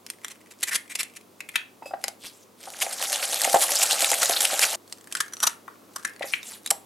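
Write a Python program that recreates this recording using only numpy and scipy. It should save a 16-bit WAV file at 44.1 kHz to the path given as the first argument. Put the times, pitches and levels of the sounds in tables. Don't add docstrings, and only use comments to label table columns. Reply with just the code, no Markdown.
import sys
import numpy as np
from scipy import signal
from scipy.fft import rfft, irfft
from scipy.io import wavfile
from scipy.ndimage import uniform_filter1d

SR = 44100
rng = np.random.default_rng(int(sys.argv[2]) if len(sys.argv) > 2 else 0)


def write(x):
    x = np.atleast_2d(x).T
    wavfile.write(sys.argv[1], SR, np.round(np.clip(x, -1, 1) * 32767).astype(np.int16))


N = 302085
CUT_S = 4.758


def amp(db):
    return 10 ** (np.asarray(db) / 20)


def unit(x):
    return x / np.sqrt(np.mean(x ** 2) + 1e-20)


def at_level(x, db, seconds):
    return x * amp(db) * np.sqrt(seconds * SR / (np.sum(x ** 2) + 1e-20))


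def add(mix, s, sound):
    part = mix[max(round(s * SR), 0):][:len(sound)]
    part += sound[:len(part)]


def curve_at(points, hz):
    f, value = np.transpose(points)
    return np.interp(np.log(hz + 1), np.log(f + 1), value)


def eq(x, points):
    log_gain = np.log(amp(curve_at(points, abs(np.fft.fftfreq(2048, 1 / SR)))))
    taps = np.fft.ifft(np.exp(np.conj(signal.hilbert(log_gain)))).real
    return signal.fftconvolve(x, taps)[:len(x)]


def band(x, hz, width_hz):
    edges = np.clip([hz - width_hz / 2, hz + width_hz / 2], 50, SR / 2 - 50)
    return signal.sosfilt(signal.butter(2, edges, "band", fs=SR, output="sos"), x)


def ring(modes, size=8000):
    t = np.arange(size) / SR
    return sum(amp(db - 60 * t / t60) * np.sin(2 * np.pi * hz * t) for hz, db, t60 in modes)


def stereo(a, b, correlation):
    same = np.clip(curve_at(correlation, np.fft.rfftfreq(len(a), 1 / SR)), -1, 1)
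    mid, side = rfft(a) * np.sqrt((1 + same) / 2), rfft(b) * np.sqrt((1 - same) / 2)
    return irfft([mid + side, mid - side], len(a))


# frequency in Hz, gain in dB.
AIR_EQ = [(15, -76), (25, -52), (70, -28.5), (212, -2), (427, -3.5), (775, -10), (936, -10), (1160, -10.5),
          (1650, -20), (12900, -24.5), (16000, -26)]
# frequency in Hz, left-right correlation.
AIR_CORRELATION = [(100, 0.87), (300, 0.69), (1000, 0.2), (4000, 0.78), (12000, 0.86)]

def room_tone():
    air = stereo(*(eq(noise, AIR_EQ) for noise in rng.standard_normal((2, N))), AIR_CORRELATION)
    hum = np.sin(2 * np.pi * 100 * np.arange(N) / SR)
    return amp(-55) * unit(air) + amp(-70.5) * hum


def fractures(length, fall_s, spread_db, size=8192):
    t = np.arange(size) / SR
    clicks = rng.standard_normal(size) * (rng.random(size) < .5)
    sizes = amp(spread_db * np.minimum(rng.exponential(1, size), 2))
    attack = 1 - np.exp(-t / (0.19 * abs(length) + 1e-9))
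    return clicks * sizes * attack * np.exp(-np.maximum(t - length, 0) / fall_s)


def creep(length, size, lead_samples, rise_s=0.015, fall_s=0.014):
    t = (np.arange(size) - lead_samples) / SR
    clumps = amp(4.7 * unit(uniform_filter1d(rng.standard_normal(size), size=90)))
    clicks = rng.standard_normal(size) * (rng.random(size) < .1) * clumps
    envelope = np.exp(np.minimum(t, 0) / rise_s - np.maximum(t - length, 0) / fall_s)
    return amp(-21) * unit(clicks) * envelope


def stiff_ring(x, t60, share):
    modes = ring([(hz, 0, t60) for hz in rng.uniform(2800, 13500, 20)], size=2000)
    return unit(x) + share * unit(signal.fftconvolve(x, modes)[:len(x)])


# start and end in seconds, tick and hollow levels in relative dB.
PRYING = [(0.052, 0.549, -59.5, -53.5), (0.599, 1.22, -55, -54.5), (4.86, 5.063, -52, -62),
          (5.061, 5.469, -47.5, -45), (5.721, 5.95, -74, -56), (5.962, 6.197, -47.5, -46.5)]

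def prying_ticks(per_s=38, spread_db=2, longest_s=0.0042):
    rows = []
    for start, end, snap_db, hollow_db in PRYING:
        count = int(per_s * (end - start))
        times = start + (np.arange(count) + rng.random(count)) * (end - start) / count
        accents_db = spread_db * rng.standard_normal(count)
        lengths = longest_s * rng.random(count)
        rows += zip(times, lengths, snap_db + accents_db, hollow_db + accents_db)
    return rows


# start in seconds, length in seconds, snap and hollow levels in relative dB.
CRACKS = [(0.0644, 0.0011, -37.5, -53), (0.101, 0.0008, -28, -58), (0.2463, 0.00078, -29.5, -28.5),
          (0.282, .001, -37, -47), (0.298, 0.023, -43.5, -51), (0.505, 0.019, -48, -71),
          (0.627, .012, -22.5, -31), (0.67, 0.026, -32, -33.5), (0.709, 0.03, -32.5, -27),
          (0.741, 0.023, -23, -32.5), (0.894, .032, -41.5, -39.5), (0.951, 0.0074, -27.5, -31),
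          (0.987, 0.027, -28.5, -29.5), (1.031, 0.00064, -28, -48), (1.16, 0.013, -42, -46.5),
          (1.404, 0.0037, -39, -30), (1.488, 0.0052, -40.5, -34), (1.556, 0.0057, -26, -15),
          (2.0388, 0.0036, -24.5, -27.5), (2.081, 0.0018, -26, -47), (4.9246, 0.0013, -31.5, -70),
          (5.124, 0.0024, -29, -57), (5.151, 0.0013, -24.5, -22), (5.166, 0.009, -34.5, -44),
          (5.202, 0.0076, -22, -22.5), (5.335, 0.00095, -30.5, -41), (5.368, 0.0009, -38, -47),
          (5.402, 0.0019, -29.5, -39), (5.427, 0.014, -19, -22), (5.453, .002, -33, -34),
          (5.467, 0.0085, -17, -24.5), (5.679, 0.0024, -55, -31.5), (5.959, 0.0055, -31, -31),
          (6.048, 0.0042, -26.5, -21.5), (6.2217, 0.0088, -45, -27.5), (6.336, 0.0016, -45, -14),
          (6.43, .001, -37.5, -61), (6.661, 0.002, -27, -68), (6.674, .001, -31, -55)]
# time in seconds, air resonance in Hz,
# left minus right in dB, wall ring in Hz, share of that ring.
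SHELL_BODY = [(.63, 2250, 1, 7200, .15), (.72, 1850, 1, 9500, .15), (.95, 2400, 1, 7200, .15),
              (1.45, 2500, 3, 6800, .15), (1.56, 2150, 5, 6800, .15), (5.2, 1680, 3, 7500, .25),
              (5.3, 1600, 4, 5900, .9), (5.405, 1400, 5, 5850, .9), (5.44, 1260, 6, 5850, .3),
              (5.96, 1240, 6, 6000, .3), (6.05, 1560, 9, 5800, .3), (6.22, 2250, 8, 3750, .6)]
# frequency in Hz, gain in dB.
SNAP_EQ = [(30, -24), (80, -22.5), (500, -13.5), (1000, -9.5), (2000, -5.5), (3300, -2.5), (4500, -1.5),
           (6500, 0), (10000, 1), (13000, -4), (16000, -32)]

def shell_cracks(lead_samples=800):
    snaps, hollows = np.zeros(N), np.zeros((2, N))
    times, *body = np.transpose(SHELL_BODY)
    for s, length, snap_db, hollow_db in list(CRACKS) + prying_ticks():
        air_hz, pan_db, wall_hz, wall_share = (np.interp(s, times, column) for column in body)
        start = s - lead_samples / SR
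        burst = np.pad(fractures(length, fall_s=0.0011, spread_db=9, size=4096), (lead_samples, 0))
        burst += creep(length, len(burst), lead_samples)
        shards = stiff_ring(burst, t60=.01, share=.5)
        snap = unit(eq(shards, SNAP_EQ)) + wall_share * unit(band(burst, wall_hz, 320))
        add(snaps, start, at_level(snap, snap_db, length + 0.0043))
        cavity = unit(band(burst, air_hz, .28 * air_hz))
        cavity += .8 * unit(band(burst, 1.1 * air_hz, .9 * air_hz))
        for channel, side in zip(hollows, (1, -1)):
            add(channel, start, at_level(cavity, hollow_db - 4 + side * pan_db / 2, length + 0.0025))
    return snaps, hollows


def crackle(per_s, spread_db, cycles, top_hz=14500, pitches=30):
    out = np.zeros(N)
    count = int(per_s * N / SR / pitches)
    for hz in np.linspace(900, top_hz, pitches):
        sizes = amp(spread_db * np.minimum(rng.exponential(1, count), 4)) * rng.choice([-1, 1], count)
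        clicks = np.bincount(rng.integers(0, N, count), sizes, N)
        grain = ring([(hz, 0, cycles / np.sqrt(hz * 5000))], size=400)
        out += unit(signal.oaconvolve(clicks, grain)[:N])
    return unit(out)


def crumbs(snaps):
    snap_envelope = np.sqrt(abs(uniform_filter1d(snaps ** 2, size=3500)))
    pressure = uniform_filter1d(snap_envelope, size=1500)
    return amp(-20) * pressure * unit(eq(crackle(per_s=1200, spread_db=5, cycles=3), SNAP_EQ))


# start in seconds, relative level in dB, pitch in Hz.
PLOPS = [(1.822, -33, 873), (1.858, -31.5, 563), (1.908, -31, 770), (1.935, -19.5, 720), (2.04, -29.5, 817),
         (2.08, -30.5, 794), (2.673, -30.5, 790), (2.828, -26, 750), (2.864, -25, 778), (3.449, -18.5, 810),
         (3.473, -17.5, 726), (3.542, -5.5, 706), (3.558, -9.5, 810), (4.024, -20.5, 700),
         (4.116, -20, 860), (4.294, -17, 724), (4.528, -21, 596), (6.208, -24, 584), (6.24, -27, 553),
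         (6.712, -21, 815)]
# pitch in Hz, level in dB, time to fade 60 dB in seconds.
BOWL_MODES = [(523, -37, 0.032), (587, -11.5, 0.067), (695, 2, 0.11), (807, 8.5, 0.11), (1230, -39, .05)]
# frequency in Hz, gain in dB.
SLOSH_EQ = [(100, -48.5), (250, -10.5), (400, -8.5), (540, 6.5), (700, 6), (850, 10), (1050, -26.5),
            (5000, -48)]

def plops(attack_s=0.0043):
    out, bowl = np.zeros(N), ring(BOWL_MODES)
    for s, db, hz in PLOPS:
        pocket = band(ring([(hz, 0, .024)]), hz, 1.08 * hz)
        smack = fractures(.003, fall_s=.005, spread_db=2, size=len(pocket))
        slap = unit(pocket) + .5 * unit(eq(smack, SLOSH_EQ)) + .3 * unit(band(smack, 1100, 900))
        slap *= np.minimum(np.arange(len(slap)) / SR / attack_s, 1)
        bloom = signal.fftconvolve(slap, bowl)[:len(slap)]
        add(out, s, at_level(unit(slap) + .55 * unit(bloom), db - 4.5, .008))
    return out


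# start in seconds, level in dB.
CHINKS = [(1.827, -58), (1.857, -43), (6.262, -54)]
# pitch in Hz, level in dB, time to fade 60 dB in seconds.
STEEL_MODES = [(2606, 13.5, 0.2), (3740, -7, .2), (4930, 6.5, 0.25), (7670, 1, 0.33)]

def whisk_chinks():
    out = np.zeros(N)
    for s, db in CHINKS:
        scrape = eq(fractures(.01, fall_s=.025, spread_db=3, size=8000), SNAP_EQ)
        add(out, s, at_level(unit(ring(STEEL_MODES)) + .5 * unit(scrape), db, 0.024))
    return out


def wet_flicker(x, depth_db):
    spectrum = signal.stft(x, nperseg=256)[2]
    patches = rng.standard_normal(spectrum.shape)
    for _ in range(2):
        patches = uniform_filter1d(uniform_filter1d(patches, size=9, axis=0), size=5, axis=1)
    return signal.istft(spectrum * amp(depth_db * unit(patches)), nperseg=256)[1][:N]


# time in seconds, level in dB.
SLITHER_FADES = [
    [(2.19, -63.5), (2.27, -33.5), (2.32, -56), (2.44, -59.5)],
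    [(6.2, -71), (6.26, -41.5), (6.32, -42), (6.41, -56), (6.48, -36), (6.54, -39.5), (6.6, -60.5)],
]

def slither():
    grains = eq(crackle(per_s=3000, spread_db=2, cycles=1.7), SNAP_EQ)
    sticky = unit(wet_flicker(grains, depth_db=4.5))
    t = np.arange(N) / SR
    fades_db = [np.interp(t, *np.transpose(rows), left=-140, right=-140) for rows in SLITHER_FADES]
    return sticky * amp(fades_db).sum(axis=0)


TURN_S, MID_PUSH_S = 0.2, 3.83
# time in seconds, level in dB.
EFFORT = [(2.57, -61), (2.63, -44), (2.75, -42.5), (2.82, -30.5), (2.94, -37), (3.04, -29), (3.65, -24),
          (4.4, -24.5), (4.75, -26)]

def effort_db(s):
    return np.interp(s, *np.transpose(EFFORT), left=-140)


def strokes(trim_db, swell_db, push_db):
    t = np.arange(N) / SR
    angle = 2 * np.pi * (t - MID_PUSH_S) / TURN_S
    return amp(effort_db(t) + trim_db + swell_db * np.cos(2 * angle) + push_db * np.cos(angle))


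# frequency in Hz, gain in dB.
FIZZ_EQ = [(100, -60), (300, -30), (700, -10), (1300, -1), (2500, -1.5), (5000, 3.5), (8000, 6),
           (11000, 3.5), (13000, -0.5), (16000, -23)]

def batter():
    tearing = amp(1.8 * unit(uniform_filter1d(rng.standard_normal(N), size=200)))
    fizz = eq(crackle(per_s=7000, spread_db=2.5, cycles=3.4), FIZZ_EQ) * tearing
    fizz = unit(wet_flicker(fizz, depth_db=2.8))
    pops = crackle(per_s=260, spread_db=5, cycles=22, top_hz=4500)
    bubbles = .35 * unit(band(pops, 3000, 4200))
    lumps = eq(rng.standard_normal(N) * tearing, SLOSH_EQ)
    bloom = signal.oaconvolve(lumps, ring(BOWL_MODES))[:N]
    slosh = unit(unit(lumps) + 0.35 * unit(bloom))
    return ((fizz + bubbles) * strokes(trim_db=-2.5, swell_db=2, push_db=1)
            + slosh * strokes(trim_db=-13, swell_db=3.5, push_db=-0.5))


def wire_grazes(per_s=24, above_effort_db=2.5, spread_db=4, length_s=.0007, tries=200):
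    start, end = EFFORT[0][0], CUT_S - .02
    s, chance, hz = rng.uniform([start, 0, 2000], [end, 1, 10500], (tries, 3)).T
    speed = 1 + np.cos(4 * np.pi * (s - MID_PUSH_S) / TURN_S)
    db = effort_db(s) + above_effort_db + spread_db * np.clip(rng.standard_normal(tries), -2, 1)
    rows = np.column_stack([s, np.full(tries, length_s), db, hz])
    return list(rows[chance < speed * per_s * (end - start) / tries])


# start in seconds, length in seconds, level in dB, main ring in Hz.
WIRE_HITS = [(2.809, 0.02, -23, 3000), (2.922, 0.013, -30.5, 8300), (3.128, .001, -20, 9900),
             (3.4433, 0.0072, -18.5, 2830), (3.604, 0.038, -21.5, 9900), (3.825, 0.012, -17, 7600),
             (3.9092, 0.0019, -17, 3405), (4.0447, 0.00093, -15, 3570), (4.1153, 0.0012, -16, 7300),
             (4.23, 0.00063, -14.5, 2170), (4.2945, 0.0031, -19.5, 9500), (4.405, 0.0044, -17, 7050),
             (4.4464, 0.0078, -17, 3220), (4.5928, .0005, -14.5, 1490), (4.621, 0.022, -17.5, 2840),
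             (6.7035, 0.0074, -14.5, 7640)]

def wire_ticks():
    out = np.zeros(N)
    for s, length, db, hz in list(WIRE_HITS) + wire_grazes():
        chatter = fractures(length, fall_s=0.002, spread_db=7)
        steel = stiff_ring(chatter, t60=.012, share=.45)
        tick = unit(eq(steel, FIZZ_EQ)) + 0.52 * unit(band(chatter, hz, 1500))
        add(out, s, at_level(tick, db, length + 0.0025))
    return out


# start in seconds, length in seconds, level in dB, centre pitch in Hz.
SQUELCHES = [(3.741, 0.05, -29, 4980), (3.898, 0.048, -27.5, 4020), (4.359, 0.021, -24.5, 3880)]

def squelches():
    out = np.zeros(N)
    for s, length, db, hz in SQUELCHES:
        progress = np.linspace(0, 1, int(length * SR))
        shift_hz = 0.306 * hz * (progress - .5)
        fuzz = signal.hilbert(band(rng.standard_normal(len(progress)), hz, 990))
        whistle = (fuzz * np.exp(2j * np.pi * np.cumsum(shift_hz) / SR)).real
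        add(out, s, at_level(whistle * np.sin(np.pi * progress), db, length))
    return out


def early_reflections(x, size=400):
    taps = rng.standard_normal((2, size)) * (rng.random((2, size)) < .1) * np.hanning(size)
    taps /= np.linalg.norm(taps, axis=1, keepdims=True)
    return signal.oaconvolve(x[None], taps, axes=1)[:, :N]


# frequency in Hz, time to fade 60 dB in seconds.
REVERB_DECAY = [(800, 0.26), (2000, 0.3), (6000, 0.19), (10000, 0.25), (15000, 0.25)]
# frequency in Hz, left-right correlation.
REVERB_CORRELATION = [(200, 0.51), (1500, 0.065), (6000, 1), (12000, 0.74)]

def kitchen_reverb(x, size=26000, predelay_s=.003):
    taps = rng.choice([-1., 1.], (2, size)) * (rng.random((2, size)) < .12)
    taps *= np.clip((np.arange(size) / SR - predelay_s) / 0.0006, 0, 1)
    hz, t, spectrum = signal.stft(stereo(*taps, REVERB_CORRELATION), SR, nperseg=256)
    decay = amp(-60 * t / curve_at(REVERB_DECAY, hz)[:, None])
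    tail = signal.istft(spectrum * decay, SR, nperseg=256)[1]
    tail /= np.linalg.norm(tail[0])
    before = np.arange(N) < CUT_S * SR
    first, second = (signal.fftconvolve((x * part)[None], tail, axes=1)[:, :N]
                     for part in (before, ~before))
    return first * before + second


def smooth_reverb(x, tails=3):
    crossfade = np.arange(N) / 150
    echoes = sum(kitchen_reverb(x * np.cos(np.pi * (crossfade + k / tails))) for k in range(tails))
    return echoes * np.sqrt(2 / tails)


def scene():
    snaps, hollows = shell_cracks()
    hollow_mono = hollows.mean(axis=0)
    after_cut = np.arange(N) >= CUT_S * SR
    ticks = wire_ticks()
    whisking = (batter() + squelches() + ticks) * ~after_cut
    sharp = snaps + ticks * after_cut
    soft = plops() + slither() + whisk_chinks() + crumbs(snaps)
    early = early_reflections(amp(-5) * hollow_mono + amp(-9) * snaps + amp(-23) * whisking)
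    late = kitchen_reverb(amp(-8) * soft + amp(-7) * hollow_mono + amp(-13.5) * whisking)
    late += amp(-15.5) * smooth_reverb(sharp)
    bed = room_tone() * amp(1.8 * after_cut)
    return whisking + sharp + soft + hollows + early + late + bed


def record(dry, cutoff_hz=16300):
    lowpass = signal.firwin(301, cutoff_hz, window=("kaiser", 9), fs=SR)
    return signal.oaconvolve(dry, lowpass[None], "same")


dry = scene()
out = record(dry)
write(out)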